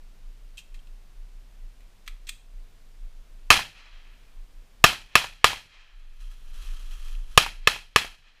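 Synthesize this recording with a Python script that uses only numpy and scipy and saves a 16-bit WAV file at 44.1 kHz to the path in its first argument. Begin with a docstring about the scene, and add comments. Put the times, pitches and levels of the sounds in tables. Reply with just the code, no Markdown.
"""A pistol match between earth banks, heard by a body-worn camera some metres behind the shooter.
From the start, air hisses and a double throb, likely the wearer's pulse, rocks the camera's mount.
The pistol's steel parts clack. Then four shots ring the camera's case, overload it and echo off banks
and trees; the camera turns itself down after each. The wearer walks a few steps, so the mount rumbles
and clothes rustle. Near the end of the walk, one more clack leads into the last three shots."""
import sys
import numpy as np
from scipy import signal
from scipy.fft import rfft, irfft, next_fast_len
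from scipy.io import wavfile
from scipy.ndimage import map_coordinates

SR = 44100
rng = np.random.default_rng(int(sys.argv[2]) if len(sys.argv) > 2 else 0)


def dump(signal):
    """Clip the signal to [-1, 1] and save it as 16-bit WAV at the path in sys.argv[1]."""
    limited = np.clip(np.atleast_2d(signal).T, -1, 1)
    pcm = np.round(limited * 32767).astype(np.int16)
    wavfile.write(sys.argv[1], SR, pcm)


N = 370435

# Levels in the tables are relative. A t60 is the time a sound takes to fade by 60 dB.
# tone of the air and microphone hiss: f/Hz, level/dB
AIR_TONE = [(35, -35.5), (60, -4), (87, -1.5), (347, -13), (727, -15), (780, -16), (2060, -19), (2360, -18),
            (3750, -20.5), (14000, -31), (15000, -31)]
# tone of the shaking mount: f/Hz, level/dB
RUMBLE_TONE = [(10, -27.5), (20, -7), (27, -5), (33, -8), (45, -24.5), (70, -28), (130, -48), (400, -79.5)]
# pitches that the camera's case lifts or lowers: f/Hz, half width/Hz, level/dB
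CASE_COLOUR = [(1340, 130, 5.5), (1440, 210, -4.5), (1670, 150, 4), (2540, 180, 5), (3216, 150, 5.5),
               (3640, 65, -6), (4090, 140, 4.5), (10560, 340, 3.5), (12600, 400, 0)]
# steel parts meeting: t/s, level/dB, frame against snap/dB, spring against snap/dB, t60/s
CLACKS = [(0.572, -47, -12, 1, 0.051), (0.5783, -43.5, -13, 6, 0.059), (0.585, -45, -8, -1, 0.096),
          (0.742, -53.5, 0.5, -7, 0.099), (0.7912, -63.5, 0, 12.5, 0.031), (0.871, -64.5, 7, 2, .03),
          (1.8048, -65, 9.5, 0, .05), (2.0628, -56.5, 1, -6, 0.2), (2.0771, -36.5, 9, -16, 0.029),
          (2.2689, -46.5, -2, -5, 0.17), (2.288, -39, 0, -17, 0.056), (2.2917, -24, -3.5, -22, 0.027),
          (7.15, -55, 3.5, 10, 0.024)]
# tone of the sharp steel snap: f/Hz, level/dB
SNAP_TONE = [(1000, -36), (1800, -25), (2550, -2.5), (3100, -8.5), (3550, 2.5), (4300, -6), (6300, -4.5),
             (7200, -6), (7650, -3.5), (8100, -7.5), (8700, -3.5), (9800, -19), (13000, -14),
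             (15500, -23.5)]
# tone of the duller knock of the pistol's frame: f/Hz, level/dB
FRAME_TONE = [(500, -30), (900, -20), (1200, -2), (1600, -9), (1870, 4.5), (2150, -2), (2500, 5),
              (3100, -7), (3700, 2), (6000, -22)]
# tone of the buzzing spring: f/Hz, level/dB
SPRING_TONE = [(2000, -35.5), (2500, -12), (2750, 0), (2950, -13), (3150, -5.5), (3500, -18.5), (5000, -39)]
# ringing of the slide, the pistol's moving top: f/Hz, level/dB, t60/s
SLIDE_RING = [(2470, 1.5, .055), (3407, -3.5, 0.068), (3850, -5.5, .08), (7720, -0.5, .075),
              (8680, -7.5, .07)]
# how long sound lingers between the earth banks: f/Hz, t60/s
BAY_DECAY = [(100, 0.61), (400, .39), (1000, 0.33), (3000, 0.38), (7000, 0.37), (14000, 0.34)]
# the shots: t/s, blast level/dB, low push within the blast/dB, echo level/dB
SHOTS = [(3.5036, 1.5, -1, 3.5), (4.8408, 7.5, 4.5, 0), (5.1541, 6.5, -10, 2.5), (5.4432, 10, -13, 6.5),
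         (7.3757, 7, 2.5, -3), (7.6731, 3, -1, -2), (7.9605, 7.5, -6, 2)]
# ringing of the camera's case under a blast: f/Hz, level/dB, t60/s
CASE_RING = [(458, -5.5, .017), (688, -12.5, .022), (1058, 0, 0.014), (1223, -1.5, 0.028),
             (1728.5, -1.5, 0.021), (2600, 4, 0.016), (2978, -3, 0.016), (3137, -6, 0.015),
             (3528, -6, 0.016), (3906, -9.5, 0.021), (4415, -14, 0.025), (5452, -15.5, 0.041),
             (7000, -16, 0.026)]
# tone of a shot's crack and of its wash off the ground: f/Hz, level/dB
CRACK_TONE = [(40, -4), (130, -8.5), (290, -15), (480, -11), (850, -2), (1500, -2), (2800, -0.5),
              (4200, -5), (5200, -7.5), (8000, -14.5), (11500, -17), (15000, -25)]
# echoes from barrel, targets and banks: delay/s, level/dB, centre f/Hz
ECHOES = [(.0075, -13.5, 1200), (0.0085, -14.5, 2700), (0.024, -16.5, 2953), (0.037, -23, 3200),
          (.053, -27.5, 2880), (.060, -25.5, 1380), (0.072, -26, 2623), (0.0867, -24.5, 950),
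          (.088, -26.5, 2635), (.103, -30, 1804), (0.116, -31, 2570)]
# tone of the echo from the far trees: f/Hz, level/dB
FOREST_TONE = [(100, -24), (400, -12), (1000, -5), (2000, -1), (3000, -1.5), (4500, -6.5), (7000, -14.5),
               (14000, -30.5)]
# how long the trees' echo lingers: f/Hz, t60/s
FOREST_DECAY = [(200, 1.2), (2500, 1.23), (6000, 1.05), (12000, .7)]
# how the trees' echo swells in: t/s after the shot, share from 0 to 1
FOREST_ARRIVAL = [(0, 0.075), (.22, 0.007), (.31, 1)]
# strokes of cloth over the case: t/s, length/s, level/dB
RUBS = [(6.187, .03, -54), (6.293, 0.034, -58), (6.526, .17, -52), (6.716, 0.14, -57), (6.894, 0.19, -54.5),
        (7.29, .08, -57.5)]
# tone of the rubbing cloth: f/Hz, level/dB
CLOTH_TONE = [(200, -18), (800, -13.5), (1220, -1), (2200, -7), (3050, -0.5), (4700, -8), (5900, -7),
              (8800, -13), (11000, -12.5), (15000, -19.5)]

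WALK_START_S, WALK_RISE_S, WALK_END_S = 5.69, 0.42, 7.3


def amp(db):
    """Turn decibels into a number to multiply by."""
    return 10 ** (np.asarray(db) / 20)


def unit(x):
    """Scale x to an average strength (rms) of 1."""
    return x / np.sqrt(np.mean(x ** 2) + 1e-20)


def along(points, hz):
    """Read between the rows of a (frequency, value) table, on a pitch-like log scale."""
    f, values = np.transpose(points)
    return np.interp(np.log(hz + 1), np.log(f + 1), values)


def wobble(rate, size):
    """A smooth random curve through `rate` points a second."""
    points = rng.standard_normal(int(size * rate / SR) + 4)
    return map_coordinates(points, [np.arange(size) * rate / SR])


def coloured(x, tone):
    """Give x a tone and the colour of the camera's case, at strength 1."""
    padded = next_fast_len(len(x) + 8192)
    f = np.fft.rfftfreq(padded, 1 / SR)
    case_db = sum(db * np.exp(-((f - hz) / width) ** 2) for hz, width, db in CASE_COLOUR)
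    spectrum = rfft(x, padded) * amp(along(tone, f) + case_db)
    return unit(irfft(spectrum, padded)[:len(x)])


def noise(tone, size):
    """Fresh noise with the given tone, heard through the case."""
    return coloured(rng.standard_normal(size), tone)


def fade(t, t60):
    """Silence before t = 0, then a fall from full strength."""
    return (t >= 0) * np.exp(-np.log(1000) * np.abs(t) / t60)


def dying(x, t60s):
    """Let each frequency of x fade at its own speed."""
    hz, t, bands = signal.stft(x, SR, nperseg=256)
    faded = bands * fade(t, along(t60s, hz)[:, None])
    return signal.istft(faded, SR, nperseg=256)[1][:len(x)]


def swell(start, rise, end, fall_s):
    """A loudness curve that rises from start, holds until end, then dies away."""
    t = np.arange(N) / SR
    return np.clip((t - start) / rise, 0, 1) * np.exp(-np.maximum(t - end, 0) / fall_s)


def add(track, start, sound):
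    """Mix a sound into the track, `start` seconds in."""
    part = track[round(start * SR):][:len(sound)]
    part += sound[:len(part)]


def hiss(level_db=-62.5):
    """The even noise of open air and microphone."""
    padded = next_fast_len(N)
    shape = amp(along(AIR_TONE, np.fft.rfftfreq(padded, 1 / SR)))
    spectrum = rfft(rng.standard_normal(padded)) * shape
    return amp(level_db) * unit(irfft(spectrum, padded)[:N])


def mount_rumble(standing_db=-46, walking_db=-34.5, uneven_db=1.5, top_hz=48):
    """The wearer's body shakes the soft mount: a little when standing, more when walking."""
    pace = swell(WALK_START_S, WALK_RISE_S, WALK_END_S, fall_s=0.3)
    swing = signal.hilbert(noise(RUMBLE_TONE, N))  # its abs() is the size of each swing
    evened = unit((swing / np.sqrt(np.abs(swing) + 0.1)).real)
    strength = (amp(standing_db) + amp(walking_db) * pace) * amp(uneven_db * wobble(6.5, N))
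    return signal.sosfiltfilt(signal.butter(2, top_hz, fs=SR, output="sos"), strength * evened)


def pulse(first_s=0.287, period_s=0.459, gap_s=0.17, mount_hz=27, width_s=0.05, peak_db=-32):
    """Each heartbeat rocks the soft mount twice: a strong throb, then a weaker one."""
    out, t = np.zeros(N), np.arange(N) / SR
    for beat in np.arange(first_s, N / SR, period_s):
        for centre, db in [(beat, 0), (beat + gap_s, -9)]:
            near = np.abs(t - centre) < period_s / 2
            offset = t[near] - centre
            swing = np.cos(2 * np.pi * mount_hz * offset)
            out[near] -= amp(db) * swing * np.exp(-(offset / width_s) ** 2)
    return amp(peak_db) * out


def pistol_clacks(rise_s=0.0006, slide_db=-16, echo_db=-11):
    """Magazine and slide snap home: the frame knocks, the spring buzzes, steel rings, the banks echo."""
    out, t = np.zeros(N), np.arange(SR // 2) / SR
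    for start, db, frame_db, spring_db, t60 in CLACKS:
        snap = noise(SNAP_TONE, len(t))
        knock = amp(frame_db) * noise(FRAME_TONE, len(t))
        buzz = amp(spring_db) * noise(SPRING_TONE, len(t))
        ring = sum(amp(level + rng.normal(0, 2)) * np.sin(2 * np.pi * hz * t) * fade(t, ring_t60)
                   for hz, level, ring_t60 in SLIDE_RING)
        clack = (snap + knock + buzz) * fade(t, t60) + amp(slide_db) * ring
        add(out, start, amp(db) * clack * (1 - np.exp(-t / rise_s)))
    out = signal.sosfilt(signal.butter(4, 900, "high", fs=SR, output="sos"), out)
    tail = dying(rng.standard_normal(len(t)), BAY_DECAY)
    echo = signal.fftconvolve(out, tail / np.linalg.norm(tail))[:N]
    return out + amp(echo_db) * echo


def blast(t, push_db, push_hz=130, crack_db=-3, rise_s=0.00015):
    """The shock wave cracks and rings the camera's case; the spreading gas adds one low push."""
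    # every other ringing tone starts in the opposite direction
    ring = sum((-1) ** k * amp(db + rng.normal(0, 1)) * np.sin(2 * np.pi * hz * t) * fade(t, t60)
               for k, (hz, db, t60) in enumerate(CASE_RING))
    crack = amp(crack_db) * noise(CRACK_TONE, len(t)) * fade(t, t60=0.022)
    push = amp(push_db - 6) * np.sin(2 * np.pi * push_hz * t) * fade(t, t60=0.016)
    return (ring + crack + push) * (1 - np.exp(-t / rise_s))


def range_echoes(t, ground_db=-15, rise_s=0.004, forest_db=-33.5):
    """Ground and bushes send back a ragged wash, hard surfaces clear slaps, far trees a soft roll."""
    ragged = rng.standard_normal(len(t)) * amp(wobble(900, len(t)) + 0.95 * wobble(79, len(t)))
    wash = amp(ground_db) * dying(coloured(ragged, CRACK_TONE), BAY_DECAY)
    wash *= 1 - np.exp(-t / rise_s)
    for echo in ECHOES:
        add(wash, 0, slap(t[:SR // 4], *echo))
    roll = amp(forest_db) * dying(noise(FOREST_TONE, len(t)), FOREST_DECAY)
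    roll *= amp(wobble(30, len(t)))
    return wash + roll * np.interp(t, *np.transpose(FOREST_ARRIVAL))


def slap(t, delay, db, hz):
    """One hard surface returns a short burst; its size sets the tone and the air dulls the highs."""
    tone = [(hz / 4, -24), (hz / 2, -12), (hz, 0), (hz * 2, -13), (hz * 5, -32)]
    burst = noise(tone, len(t)) * amp(db + rng.normal(1, 1))
    arrival = delay + rng.normal(0, 0.0008)
    return burst * fade(t - arrival, t60=0.033)


def shots():
    """Each shot is a direct blast followed by its echoes."""
    out, t = np.zeros(N), np.arange(3 * SR // 2) / SR
    for start, blast_db, push_db, echo_db in SHOTS:
        add(out, start, amp(blast_db) * blast(t[:SR // 8], push_db))
        add(out, start, amp(echo_db) * range_echoes(t))
    return out


def clothes_rustle(steady_db=-62, rise_s=0.024, fall_s=0.079, grain_db=1.5):
    """Walking rubs cloth over the case: a soft, steady rustle with a few louder strokes."""
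    strokes = [amp(db) * swell(start, rise_s, start + length, fall_s) for start, length, db in RUBS]
    steady = amp(steady_db) * swell(WALK_START_S, WALK_RISE_S, WALK_END_S, fall_s)
    rubbing = np.linalg.norm(strokes + [steady], axis=0)  # their powers add up
    fibres = rng.standard_normal(N) * amp(grain_db * wobble(500, N))
    flutter = amp(wobble(19, N) + 0.9 * wobble(70, N))
    return rubbing * flutter * coloured(fibres, CLOTH_TONE)


def scene():
    """The shooting range and the wearer's own body, at one microphone."""
    return (hiss() + mount_rumble() + pulse() + pistol_clacks() + shots() + clothes_rustle())[None]


def auto_volume(x, threshold_db=-37, depth_db=24, attack_s=0.53, hold_s=0.17, recover_db_per_s=19):
    """The camera turns down while the sound is loud, waits, then creeps back up: quick shots add up."""
    block = 256  # samples
    no_bass = signal.sosfilt(signal.butter(2, 200, "high", fs=SR, output="sos"), x)
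    peaks = np.abs(np.pad(no_bass, (0, -len(x) % block))).reshape(-1, block).max(1)
    cut_db, quiet_s, cuts, step_s = 0, 0, [], block / SR
    for peak_db in 20 * np.log10(peaks + 1e-9):
        cuts.append(cut_db)
        loud = np.clip(0.5 + (peak_db - cut_db - threshold_db) / 10, 0, 1)
        quiet_s = (1 - loud) * quiet_s + step_s
        recovering = np.clip((quiet_s - hold_s) / step_s, 0, 1)
        db_per_s = loud * (depth_db - cut_db) / attack_s - recovering * recover_db_per_s
        cut_db = max(cut_db + db_per_s * step_s, 0)
    return amp(-np.interp(np.arange(len(x)), np.arange(len(cuts)) * block, cuts))


def record(dry, ceiling=0.9, hardness=4, top_hz=15150):
    """The camera turns down too slowly for the blasts, squashes their peaks and cuts the top treble."""
    x = dry * auto_volume(dry[0])
    squashed = x / (1 + np.abs(x / ceiling) ** hardness) ** (1 / hardness)
    return signal.sosfilt(signal.ellip(12, 0.1, 80, top_hz, fs=SR, output="sos"), squashed)


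dry = scene()
out = record(dry)
dump(out)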